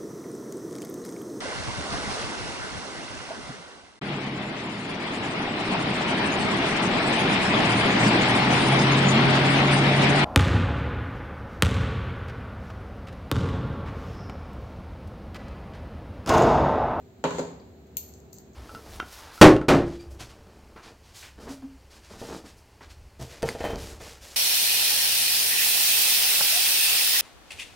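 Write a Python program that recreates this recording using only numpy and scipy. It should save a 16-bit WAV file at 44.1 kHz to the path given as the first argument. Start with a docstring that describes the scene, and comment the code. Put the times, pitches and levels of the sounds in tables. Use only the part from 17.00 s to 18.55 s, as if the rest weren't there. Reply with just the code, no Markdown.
"""Ventilation rumble, hum and hiss fill a small hard room throughout.
At 0.24 s and 0.38 s a hand bumps a coin machine's sheet-metal panel: it booms, loose parts rattle,
and it ticks as the hand leaves. Near 1 s the coin mechanism gives one sharp click, ringing its body
and two small steel parts; light ticks and faint sliding follow.
The microphone is nearly deaf around 10 kHz."""
import sys
import numpy as np
from scipy import signal
from scipy.fft import rfft, irfft
from scipy.io import wavfile

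SR = 44100
rng = np.random.default_rng(int(sys.argv[2]) if len(sys.argv) > 2 else 0)


def write(x):
    x = np.atleast_2d(x).T
    wavfile.write(sys.argv[1], SR, np.round(np.clip(x, -1, 1) * 32767).astype(np.int16))


N = 68355
T = np.arange(N) / SR
HZ = np.maximum(np.arange(N // 2 + 1) * SR / N, 1)


def from_db(db):
    """Decibels to gain."""
    return 10 ** (np.asarray(db) / 20)


def at_hz(points, hz):
    """Table lookup on a log-frequency axis."""
    points_hz, values = np.transpose(points)
    return np.interp(np.log(hz), np.log(points_hz), values)


def unit_energy(x):
    """Energy 1 per channel."""
    return x / np.sqrt(np.sum(x ** 2, axis=-1, keepdims=True) + 1e-20)


def decay(t60_s):
    """Exponential envelope."""
    return from_db(-60 * T / t60_s)


def impulses(t_s, db):
    """One impulse per event."""
    out = np.zeros(N)
    np.add.at(out, np.clip((np.asarray(t_s) * SR).astype(int), 0, N - 1), from_db(db))
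    return out


def convolve(x, response):
    """Signal through an impulse response."""
    return signal.fftconvolve(np.atleast_2d(x), np.atleast_2d(response), axes=-1)[:, :N]


def butter(x, order, hz, kind):
    """Butterworth filter."""
    return signal.sosfilt(signal.butter(order, hz, kind, fs=SR, output="sos"), x + 1e-18)


def ring(modes):
    """Impulse response of damped modes, signs alternating."""
    return sum((-1) ** k * from_db(db) * decay(t60_s) * np.sin(2 * np.pi * hz * T)
               for k, (hz, db, t60_s) in enumerate(modes))


# Sound field: f/Hz, left-right correlation
COHERENCE = [(100, .98), (250, 0.91), (500, 0.63), (1000, 0.1), (2500, 0.096), (6000, 0.02)]
def noise(spectrum):
    """Coloured stereo noise, rms 1, alike in both ears in the bass."""
    mid, side = rfft(rng.standard_normal((2, N)))
    alike = at_hz(COHERENCE, HZ)
    ears = np.sqrt(1 + alike) * mid + np.sqrt(1 - alike) * side * np.array([[1], [-1]])
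    return np.sqrt(N) * unit_energy(irfft(ears * from_db(at_hz(spectrum, HZ)), N))


# Air rumble: f/Hz, relative density/dB
RUMBLE_SPECTRUM = [(20, -27), (40, -28), (62, -2), (85, 0.5), (125, -9), (200, -5), (310, -12.5), (400, -8),
                   (520, -19), (680, -16.5), (1050, -27.5), (2200, -32.5), (8000, -45), (12000, -73)]
# Hiss: f/Hz, relative density/dB
HISS_SPECTRUM = [(2000, -26.5), (4200, 5), (5300, -17.5), (7000, 6.5), (8400, -4.5), (10000, 0),
                 (12300, -2.5), (16000, -3.5)]
# Hum: f/Hz, level/dB
HUM_TONES = [(72, -61.5), (247.6, -62), (382.2, -59.5), (489.9, -68.5), (662.1, -71)]
def ventilation(rumble_db=-51.5, hiss_db=-68.5, waver_depth=0.19, waver_hz=2.4):
    """Steady rumble and hiss; hum tones waver in level and phase."""
    out = from_db(rumble_db) * noise(RUMBLE_SPECTRUM) + from_db(hiss_db) * noise(HISS_SPECTRUM)
    for hz, db in HUM_TONES:
        slow = irfft(rfft(rng.standard_normal((2, N))) / (1 + (HZ / waver_hz) ** 2), N)
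        swell, drift = waver_depth * np.sqrt(N) * unit_energy(slow)
        phase = 2 * np.pi * (hz * T + rng.random())
        out += from_db(db) * ((1 + swell) * np.sin(phase) + drift * np.cos(phase))
    return out


# Blows within the two bumps: t/s, boom/dB, thump/dB, thump f/Hz, clatter/dB, cutoff/Hz, contact/dB
PANEL_BLOWS = [(0.2400, -29, -17.5, 955, 0.5, 2570, -10), (0.2476, -34.5, -20, 589, -2.5, 1540, -32.5),
               (0.2529, -34, -23.5, 953, -2.5, 3000, -27), (0.3068, -37.5, -42, 604, -7.5, 1620, -18),
               (0.3470, -40.5, -29.5, 162, -23, 1200, -26.5), (0.3845, -34.5, -17.5, 479, -4.5, 890, -15),
               (0.3933, -30, -14, 546, -1.5, 820, -14)]
# Sheet's low modes: f/Hz, level/dB, t60/s
PANEL_MODES = [(98.8, -21, 0.38), (135.6, -11.5, 0.24), (171.5, -6.5, 0.59), (257.4, -1, 0.15),
               (288.5, -2.5, 0.42), (392, -19.5, 0.17), (411.5, -3.5, 0.4), (531.6, 6, 0.1),
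               (676.7, -15.5, 0.089), (724.6, -8, 0.15), (914, -6.5, 0.14), (996, -6, 0.17),
               (1359, -9, .22), (1516, -6, 0.082)]
# Sheet's dense short modes: f/Hz, relative density/dB
CLATTER_SPECTRUM = [(70, -42), (140, -8), (250, -6), (450, 0), (700, 0.5), (1000, 2.5), (1500, -9),
                    (2200, -10), (4000, -8.5), (8000, -51.5)]
def panel(thump_t60_s=0.024, clatter_t60_s=0.069):
    """Each blow makes hard contact; its low-passed push drives the sheet's boom, thump and clatter."""
    boom, clatter, hits = 0, 0, 0
    sheet = ring(PANEL_MODES)
    for t_s, boom_db, thump_db, thump_hz, clatter_db, cutoff_hz, contact_db in PANEL_BLOWS:
        push = butter(impulses(t_s, 0), 2, cutoff_hz, "low")
        thump = ring([(thump_hz, thump_db, thump_t60_s)])
        boom += convolve(push, from_db(boom_db) * sheet + thump)
        short_modes = unit_energy(noise(CLATTER_SPECTRUM) * decay(clatter_t60_s))
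        clatter += from_db(clatter_db) * convolve(push, short_modes)
        hits += impulses(t_s, contact_db)
    knock = clatter + contacts(hits + rattle()) + release_tick()
    return boom + room(boom, early_db=-9.5, tail_db=-9.5) + knock + room(knock, early_db=-7.5, tail_db=-4)


# Hard contact: f/Hz, relative density/dB
CONTACT_SPECTRUM = [(500, -10), (1500, 5), (3000, -2.5), (4300, 3.5), (5300, -8), (7000, 8), (8300, -5.5),
                    (10000, -41.5), (13000, -14.5), (16000, -23)]
def contacts(hits, t60_s=0.029):
    """One bright noise burst per hit; overlaps add in power."""
    power = convolve(hits ** 2, unit_energy(decay(t60_s)) ** 2)
    return np.sqrt(np.abs(power)) * noise(CONTACT_SPECTRUM)


def rattle(hits_per_s=400, level_db=-28.5, spread_db=1, end_s=0.41, release_s=0.033):
    """Loose parts hit at random from the first blow on, then settle."""
    shaking = (T > PANEL_BLOWS[0][0]) * np.exp(-np.maximum(T - end_s, 0) / release_s)
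    sizes = from_db(level_db + spread_db * rng.standard_normal(N))
    return shaking * sizes * (rng.random(N) < hits_per_s / SR)


# Reverberation: f/Hz, t60/s
ROOM_DECAY = [(150, 0.97), (500, 0.64), (2000, 0.63), (7000, 0.56), (14000, 0.28)]
def room(x, early_db, tail_db, gap_s=0.0028, early_t60_s=0.12):
    """Quick reflections off near walls, and a tail that dies band by band."""
    white = [(20, 0), (20000, 0)]
    bands_hz = np.geomspace(125, 16000, 8)
    diffuse = rfft(noise(white))
    tail = 0
    for hz, selector in zip(bands_hz, np.eye(len(bands_hz))):
        share = np.interp(np.log(HZ), np.log(bands_hz), selector)
        tail += irfft(diffuse * share, N) * decay(at_hz(ROOM_DECAY, hz))
    arrived = T > gap_s
    early = unit_energy(noise(white) * decay(early_t60_s) * arrived)
    return convolve(x, from_db(early_db) * early + from_db(tail_db) * unit_energy(tail * arrived))


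def release_tick(t_s=0.5998, level_db=-47.5, hz=4630, t60_s=0.0067):
    """The panel ticks as the hand leaves."""
    return convolve(impulses(t_s, level_db), ring([(hz, 0, t60_s)]))


FAR_EAR_LAG_S = 0.00029
# Clicks: t/s, body/dB, low steel/dB, high steel/dB, left minus right/dB
MECHANISM_CLICKS = [(0.8685, -54, -73, -69, 5), (0.9693, -18.5, -18.5, -24, 8.5),
                    (1.0890, -43.5, -65, -69, 13), (1.138, -39, -70, -74, 11.5),
                    (1.2016, -50, -70, -76, 17), (1.2705, -63, -87, -81, 12),
                    (1.3303, -36.5, -66, -49.5, 16.5), (1.3404, -57, -66, -47.5, -12),
                    (1.348, -51, -76, -58, 7), (1.3846, -40, -66, -56.5, 21), (1.4020, -53, -65, -54, 3)]
# Mechanism body: f/Hz, level/dB, t60/s
BODY_MODES = [(4360, -12, 0.0063), (5830, -9.5, 0.0037), (6180, -11, 0.012), (6470, -6.5, 0.0078),
              (7350, -5, 0.0066), (8500, -12, 0.0036), (10020, -15, 0.0089), (11800, -13.5, 0.0018),
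              (15100, -13, 0.0039)]
def mechanism(radiation_cutoff_hz=3740):
    """Clicks, mostly on the left, ring the body and two steel parts, all too small to radiate lows."""
    t_s, body_db, low_db, high_db, pan_db = np.transpose(MECHANISM_CLICKS)
    body = ring(BODY_MODES)
    parts = [(body_db, body),
             (low_db, steel_ping(hz=13060, t60_s=0.013)),
             (high_db, -steel_ping(hz=14030, t60_s=0.032))]
    scratch = sliding(body)

    def pickup(lag_s, side_db):
        """The mechanism at one listening point."""
        clicks = sum(convolve(impulses(t_s + lag_s, db + side_db), part) for db, part in parts)
        return butter(clicks + scratch, 4, radiation_cutoff_hz, "high")
    direct = np.vstack([pickup(0, pan_db / 2), pickup(FAR_EAR_LAG_S, -pan_db / 2)])
    return direct + room(pickup(0, 0), early_db=-2.5, tail_db=-3.5)


def steel_ping(hz, t60_s, after_db=-29, after_t60_s=0.2):
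    """A small steel part pings, is quickly damped and rings on faintly."""
    return ring([(hz, 0, t60_s)]) + ring([(hz, after_db, after_t60_s)])


def latch(level_db=-11.5, band_hz=(2230, 4800)):
    """Dry snap under the loudest click, lower than the ringing parts."""
    t_s, *_, pan_db = max(MECHANISM_CLICKS, key=lambda click: click[1])
    pulses = np.array([impulses(t_s, level_db + pan_db / 2),
                       impulses(t_s + FAR_EAR_LAG_S, level_db - pan_db / 2),
                       impulses(t_s, level_db)])
    left, right, centre = butter(pulses, 4, band_hz, "band")
    return np.array([left, right]) + room(centre, early_db=-3, tail_db=-5.5)


# Sliding parts: t/s, length/s, grain level/dB
PART_SLIDES = [(1.124, .05, -59.5), (1.324, .075, -52), (1.533, .03, -56)]
def sliding(body, grains_per_s=850):
    """Sliding parts scratch the mechanism's body in random grains."""
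    envelope = sum(from_db(db) * (T > t_s) * (T < t_s + length_s) for t_s, length_s, db in PART_SLIDES)
    grains = rng.standard_normal(N) * (rng.random(N) < grains_per_s / SR)
    return convolve(envelope * grains, body)


def scene():
    """Coin machine over the ventilation."""
    return panel() + mechanism() + latch() + ventilation()


def record(dry):
    """Microphone: bass cut, leaky notch around 10 kHz, steep top cut."""
    low_cut_hz, top_cut_hz = 55, 16400
    notch_hz, leak_db = (8400, 11750), -20.5
    thin = butter(dry, 4, low_cut_hz, "high")
    notched = butter(thin, 6, notch_hz, "bandstop") + from_db(leak_db) * thin
    return signal.sosfilt(signal.cheby2(16, 60, top_cut_hz, fs=SR, output="sos"), notched)


dry = scene()
out = record(dry)
write(out)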